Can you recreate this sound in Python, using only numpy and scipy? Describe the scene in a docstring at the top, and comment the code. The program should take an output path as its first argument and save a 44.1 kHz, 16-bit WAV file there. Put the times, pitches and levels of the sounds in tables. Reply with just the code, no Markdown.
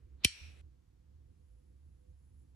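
"""A hand-held gas lighter, close to a stereo microphone in a small room with a low, wavering hum.
The flame flutters softly; a quarter second in, the metal lid rubs on its hinge, ticks and scrapes over
the catch, strikes and rebounds. The case rings briefly and thumps in the hand.
The room answers with a tail that stops short at about 0.6 s.
From 1.1 s a faint hiss of gas grows, the lid being open again."""
import sys
import numpy as np
from scipy import signal
from scipy.fft import rfft, irfft
from scipy.io import wavfile

SR = 44100
rng = np.random.default_rng(int(sys.argv[2]) if len(sys.argv) > 2 else 0)


def int16_out(signal):
    """Quantize to a 16-bit WAV file."""
    q = np.round(np.clip(np.atleast_2d(signal).T, -1, 1) * 32767)
    wavfile.write(sys.argv[1], SR, q.astype(np.int16))


N = 112454
T = np.arange(N) / SR
FREQS = np.maximum(np.fft.rfftfreq(N, 1 / SR), 1)

# lid meeting case (time [s], strength [dB], softness as treble loss [dB/kHz])
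CONTACTS = [(.2362, -23, 3), (.2444, -22, 0), (.2469, 0, .15), (.24985, -3.5, .55)]
# modes of lid and case (frequency [Hz], level [dB], t60 [s], left minus right [dB], right lag [ms])
CASE_MODES = [(1120, -31, .02, 0, 0), (1920, -26, .022, -1, 0), (2385, -3, .015, -3, .06),
              (2630, 0, .009, -4, .1), (3085, -2, .015, -2.5, .07), (3560, -13, .016, 1, .05),
              (4132, -11, .02, -2, .08), (4465, -13, .019, -1, .04), (4968, -9, .018, 2.5, -.06),
              (5648, -6, .024, 0, .015), (6300, -18, .016, -1, .013), (7850, -15, .017, 1, .024),
              (8365, -12, .016, 1, .02), (8660, -13, .016, -1, .02), (10185, -14, .015, -2.3, .024),
              (11395, -11, .016, -4, .04)]
# tones that linger in the seated body (frequency [Hz], level [dB], t60 [s])
BODY_MODES = [(2306, -52.5, 0.15), (3045, -50.5, 0.083), (4480, -50.5, .2), (5605, -47, 0.22),
              (5700, -48.5, .28)]
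# crack of one contact (frequency [Hz], relative level [dB])
CRACK_SPECTRUM = [(400, -29), (800, -28), (1100, -16.5), (1500, -20.5), (2500, -3), (5000, 0.5), (9000, -1),
                  (12000, -2.5), (13000, -26.5)]
# lid sliding on the catch (frequency [Hz], relative level [dB])
SCRAPE_SPECTRUM = [(1800, -21.5), (2500, -7), (3200, -7), (4100, 2.5), (5000, -7.5), (6000, -20),
                   (11000, -33.5)]
# hinge friction (frequency [Hz], relative level [dB])
HINGE_SPECTRUM = [(300, 9.5), (1200, 10.5), (2600, 5), (4200, 11), (5500, -15.5), (12000, -32.5)]
# burning gas (frequency [Hz], relative level [dB])
FLAME_SPECTRUM = [(150, 2), (400, -1), (700, -23.5), (1200, -18.5), (2600, -20), (4000, -34), (10000, -42)]
# escaping gas (frequency [Hz], relative level [dB])
GAS_SPECTRUM = [(3000, -30), (6800, -11), (7350, -3), (8000, -13.5), (9300, -12), (9800, -2.5), (10200, 4),
                (10900, -9), (13000, -22.5)]
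# course of the gas hiss (time [s], level [dB])
GAS_LEVEL = [(1.1, -115), (1.35, -92.5), (2.0, -93), (2.27, -87.5), (2.5, -88), (2.54, -99)]
# echoes off table and walls (delay [s], level [dB], left minus right [dB])
REFLECTIONS = [(0.0113, -26, 1.5), (.0165, -34, -3.5), (.027, -34, 1)]
# dense early reflections (frequency [Hz], relative level [dB])
EARLY_SPECTRUM = [(530, -74.5), (900, -41.5), (1000, -34), (1080, -40), (1340, -21), (1880, -8),
                  (2050, -11.5), (2310, -1.5), (2690, -10), (3130, 0.5), (3530, -13.5), (4430, -0.5),
                  (4880, -15), (5620, -0.5), (6130, -14.5), (8040, -12), (9980, -14.5), (10700, -23.5),
                  (12000, -53.5), (15600, -84.5), (22000, -120)]
# late reverberation (frequency [Hz], relative level [dB])
LATE_SPECTRUM = [(470, -56), (800, -25.5), (1070, -19.5), (1180, -21.5), (1540, -15), (1710, -15),
                 (2060, -10.5), (2400, 2), (3320, -12), (3960, -8.5), (5170, -15), (5480, -6.5),
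                 (5750, -5.5), (6310, -24.5), (7870, -19.5), (10100, -28), (10800, -29), (11800, -29),
                 (13000, -35)]
# thin hiss that ends the tail (frequency [Hz], relative level [dB])
WASH_SPECTRUM = [(300, 7), (550, 4.5), (900, -4), (2500, 4.5), (4000, -2), (5600, -15), (6400, -10.5),
                 (8200, -7.5), (9500, -13), (11000, -7), (12900, -31)]
# course of the hum (time [s], relative level [dB])
HUM_LEVEL = [(0.0, -85), (0.03, -58), (0.15, -48), (0.19, -61), (0.27, -58), (0.3, -60), (0.41, -65),
             (0.42, -48), (1.11, -72.5), (1.14, -54.5), (1.55, -59), (1.59, -50.5), (1.62, -78.5),
             (1.71, -55), (1.91, -53), (2.03, -75.5), (2.09, -56.5), (2.55, -59)]
# room rumble (frequency [Hz], relative level [dB])
RUMBLE_SPECTRUM = [(12, -61), (20, -31.5), (47, -4.5), (69, -3), (84, -7), (97, -9.5), (156, -17.5),
                   (248, -24), (352, -24.5), (454, -32.5), (499, -26), (558, -39.5), (900, -67.5),
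                   (1170, -75), (1980, -120)]
# course of the rumble (time [s], relative level [dB])
RUMBLE_LEVEL = [(0.3, -73), (0.34, -86.5), (0.45, -70), (0.86, -78), (1.27, -71), (1.48, -78.5),
                (1.76, -73.5), (1.83, -78), (1.86, -71.5), (2.04, -79), (2.12, -71), (2.19, -86),
                (2.21, -73.5), (2.46, -72)]
# still room air (frequency [Hz], relative level [dB])
AIR_SPECTRUM = [(410, -25), (700, 0.5), (772, -6.5), (831, -2.5), (2240, -8.5), (7050, -12), (9930, -16.5),
                (11900, -16), (13000, -19.5)]

SEATED_S = .249  # the lid is home: after-ring and reverberation start


def lid():
    """Close up, each contact gives a short crack and rings the hand-damped modes of the case."""
    case_db, contact_s = -10.8, .0003
    snap = np.zeros((2, N))
    for start, strength_db, softness in CONTACTS:
        ring = amp(-18) * fall(T - start, t60=.016) * wide(CRACK_SPECTRUM, likeness=.33)
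        near = (T > start - .01) & (T < start + .1)
        for k, (hz, mode_db, t60, pan_db, lag_ms) in enumerate(CASE_MODES):
            age = T[near] - start - np.array([[-lag_ms], [lag_ms]]) / 2000  # half the lag a side
            mode = swell(age, contact_s) * fall(age, t60) * np.sin(2 * np.pi * hz * age)
            ring[:, near] += (-1) ** k * amp(case_db + mode_db) * pan(pan_db) * mode
        snap += irfft(rfft(ring) * amp(strength_db - softness * FREQS / 1000), N)
    return snap


def thump():
    """The case jolts in the hand with a dull knock; the low sound falls quickly in pitch."""
    end_hz, sweep_hz, drop_s = 58, 514, .0032
    age = T - .2492
    turns = end_hz * age + sweep_hz * drop_s * swell(age, drop_s)
    envelope = swell(age, rise=.002) * fall(age, t60=.068)
    return -amp(-23) * pan(-4) * envelope * np.sin(2 * np.pi * turns)


def after_ring():
    """The metal body rings on faintly after the lid has seated."""
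    age = T - SEATED_S
    tones = np.zeros((2, N))
    for hz, db, t60 in BODY_MODES:
        phase_drift = .5 * np.array([walk(30), walk(30)])
        tones += amp(db) * fall(age, t60) * np.sin(2 * np.pi * hz * age + phase_drift)
    return tones


def scrape():
    """Metal slides over the catch, harder and harder until the lid lands."""
    from_s, to_s, rise_s = .2388, .2472, .0055
    pressure = ((T > from_s) & (T < to_s)) * np.exp(-np.abs(T - to_s) / rise_s)
    return amp(-31.5) * pressure * pan(-1.5) * wide(SCRAPE_SPECTRUM, likeness=.17)


def hinge():
    """The hinge rubs faintly, louder as the lid swings down."""
    end_s, rise_s = .244, .017
    swing = (T < end_s) * np.exp(-np.abs(T - end_s) / rise_s)
    return amp(-59) * swing * wide(HINGE_SPECTRUM, likeness=.4)


def flame():
    """Dead centre, the burning gas flutters softly until the lid covers it."""
    flutter = amp(-78 + 2 * walk(12))
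    return flutter * fade_out(end_s=.25, fade_s=.013) * wide(FLAME_SPECTRUM, likeness=1)


def gas():
    """Gas escapes from the open lighter with a thin, wavering hiss."""
    level_db = level_curve(GAS_LEVEL) + 2 * walk(12)
    return amp(level_db) * wide(GAS_SPECTRUM, likeness=.57)


def room(snap):
    """Table and walls echo the snap; bright reverberation dulls, thins to hiss and stops short."""
    age = T - SEATED_S
    echoes = sum(amp(db) * pan(pan_db) * later(snap, delay) for delay, db, pan_db in REFLECTIONS)
    early = amp(-38) * swell(age, rise=.0053) * fall(age, t60=.28) * wide(EARLY_SPECTRUM, likeness=.083)
    late = amp(-35) * swell(age, rise=.13) ** 2 * fall(age, t60=.61) * wide(LATE_SPECTRUM, likeness=.2)
    wash = amp(-69.5) * swell(T - .34, rise=.014) * wide(WASH_SPECTRUM, likeness=.3)
    sag = fall(np.maximum(T - .48, 0), t60=.54)  # the tail dies faster from 0.48 s
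    tail = (early + late) * sag + wash
    return echoes + tail * fade_out(end_s=.616, fade_s=.0029)


def hum():
    """A low hum wavers in pitch and level, stronger and earlier at the right microphone."""
    hum_hz, waver_hz, trim_db = 69.1, 6, -3.5
    turns = np.cumsum(hum_hz + waver_hz * walk(12)) / SR
    tone = unit(amp(2 * walk(14)) * np.sin(2 * np.pi * turns))
    return at_microphones(amp(trim_db + level_curve(HUM_LEVEL)) * tone, pan_db=-4.5, lag_ms=-1.4)


def rumble():
    """Room rumble with a thin, wavering whine, also off to the right."""
    trim_db, whine_hz = 10.5, 500.6
    low = amp(trim_db + level_curve(RUMBLE_LEVEL) + walk(4.3)) * noise(RUMBLE_SPECTRUM)
    whine_gain = amp(-92.5 + 6 * walk(4))
    whine = whine_gain * unit(np.sin(2 * np.pi * whine_hz * T + .27 * walk(3.9)))
    return at_microphones(low + whine, pan_db=-5.5, lag_ms=-.82)


def air():
    """Still room air: a faint, even hiss all round."""
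    return amp(-85) * wide(AIR_SPECTRUM, likeness=.23)


def amp(db):
    """Decibels to gain."""
    return 10 ** (np.asarray(db) / 20)


def unit(x):
    """Scale to rms 1."""
    return x / np.sqrt(np.mean(x ** 2))


def pan(db):
    """Left and right gains for a level difference, left minus right."""
    return amp(np.array([[db], [-db]]) / 2)


def fall(age, t60):
    """Decay by 60 dB in t60 seconds, silent before age 0."""
    return (age >= 0) * np.exp(-np.log(1000) * np.maximum(age, 0) / t60)


def swell(age, rise):
    """Rise from 0 to 1 with a time constant in seconds."""
    return 1 - np.exp(-np.maximum(age, 0) / rise)


def fade_out(end_s, fade_s):
    """Full level, then a straight fade to silence at end_s."""
    return np.clip((end_s - T) / fade_s, 0, 1)


def level_curve(points):
    """Straight lines through (time [s], level [dB]) points."""
    return np.interp(T, *np.array(points).T)


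def noise(points):
    """Noise of rms 1 shaped by (frequency [Hz], level [dB]) points, falling away past both ends."""
    hz, db = np.array(points, float).T
    skirts = np.minimum(FREQS / hz[0], 1) * np.minimum(hz[-1] / FREQS, 1)
    gain = amp(np.interp(np.log(FREQS), np.log(hz), db)) * skirts ** 2
    return unit(irfft(rfft(rng.standard_normal(N)) * gain, N))


def wide(points, likeness):
    """Stereo noise; likeness is the share of power common to both channels."""
    common = noise(points)
    separate = np.array([noise(points), noise(points)])
    return np.sqrt(likeness) * common + np.sqrt(1 - likeness) * separate


def walk(rate_hz):
    """Slow random drift of rms 1."""
    return unit(irfft(rfft(rng.standard_normal(N)) * np.exp(-(FREQS / rate_hz) ** 2), N))


def later(x, seconds):
    """Delay a sound."""
    return irfft(rfft(x) * np.exp(-2j * np.pi * FREQS * seconds), N)


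def at_microphones(x, pan_db, lag_ms):
    """One sound at the stereo pair, with a level difference and a lag on the right."""
    return pan(pan_db) * np.array([x, later(x, lag_ms / 1000)])


def scene():
    """The lighter up close, the room's answer and the room tone behind."""
    snap = lid()
    lighter = flame() + hinge() + scrape() + snap + after_ring() + thump()
    return lighter + room(snap) + hum() + rumble() + gas() + air()


def record(dry):
    """The recorder cuts the treble steeply above 13 kHz."""
    return signal.sosfilt(signal.ellip(8, .2, 70, 13000, fs=SR, output="sos"), dry)


dry = scene()
out = record(dry)
int16_out(out)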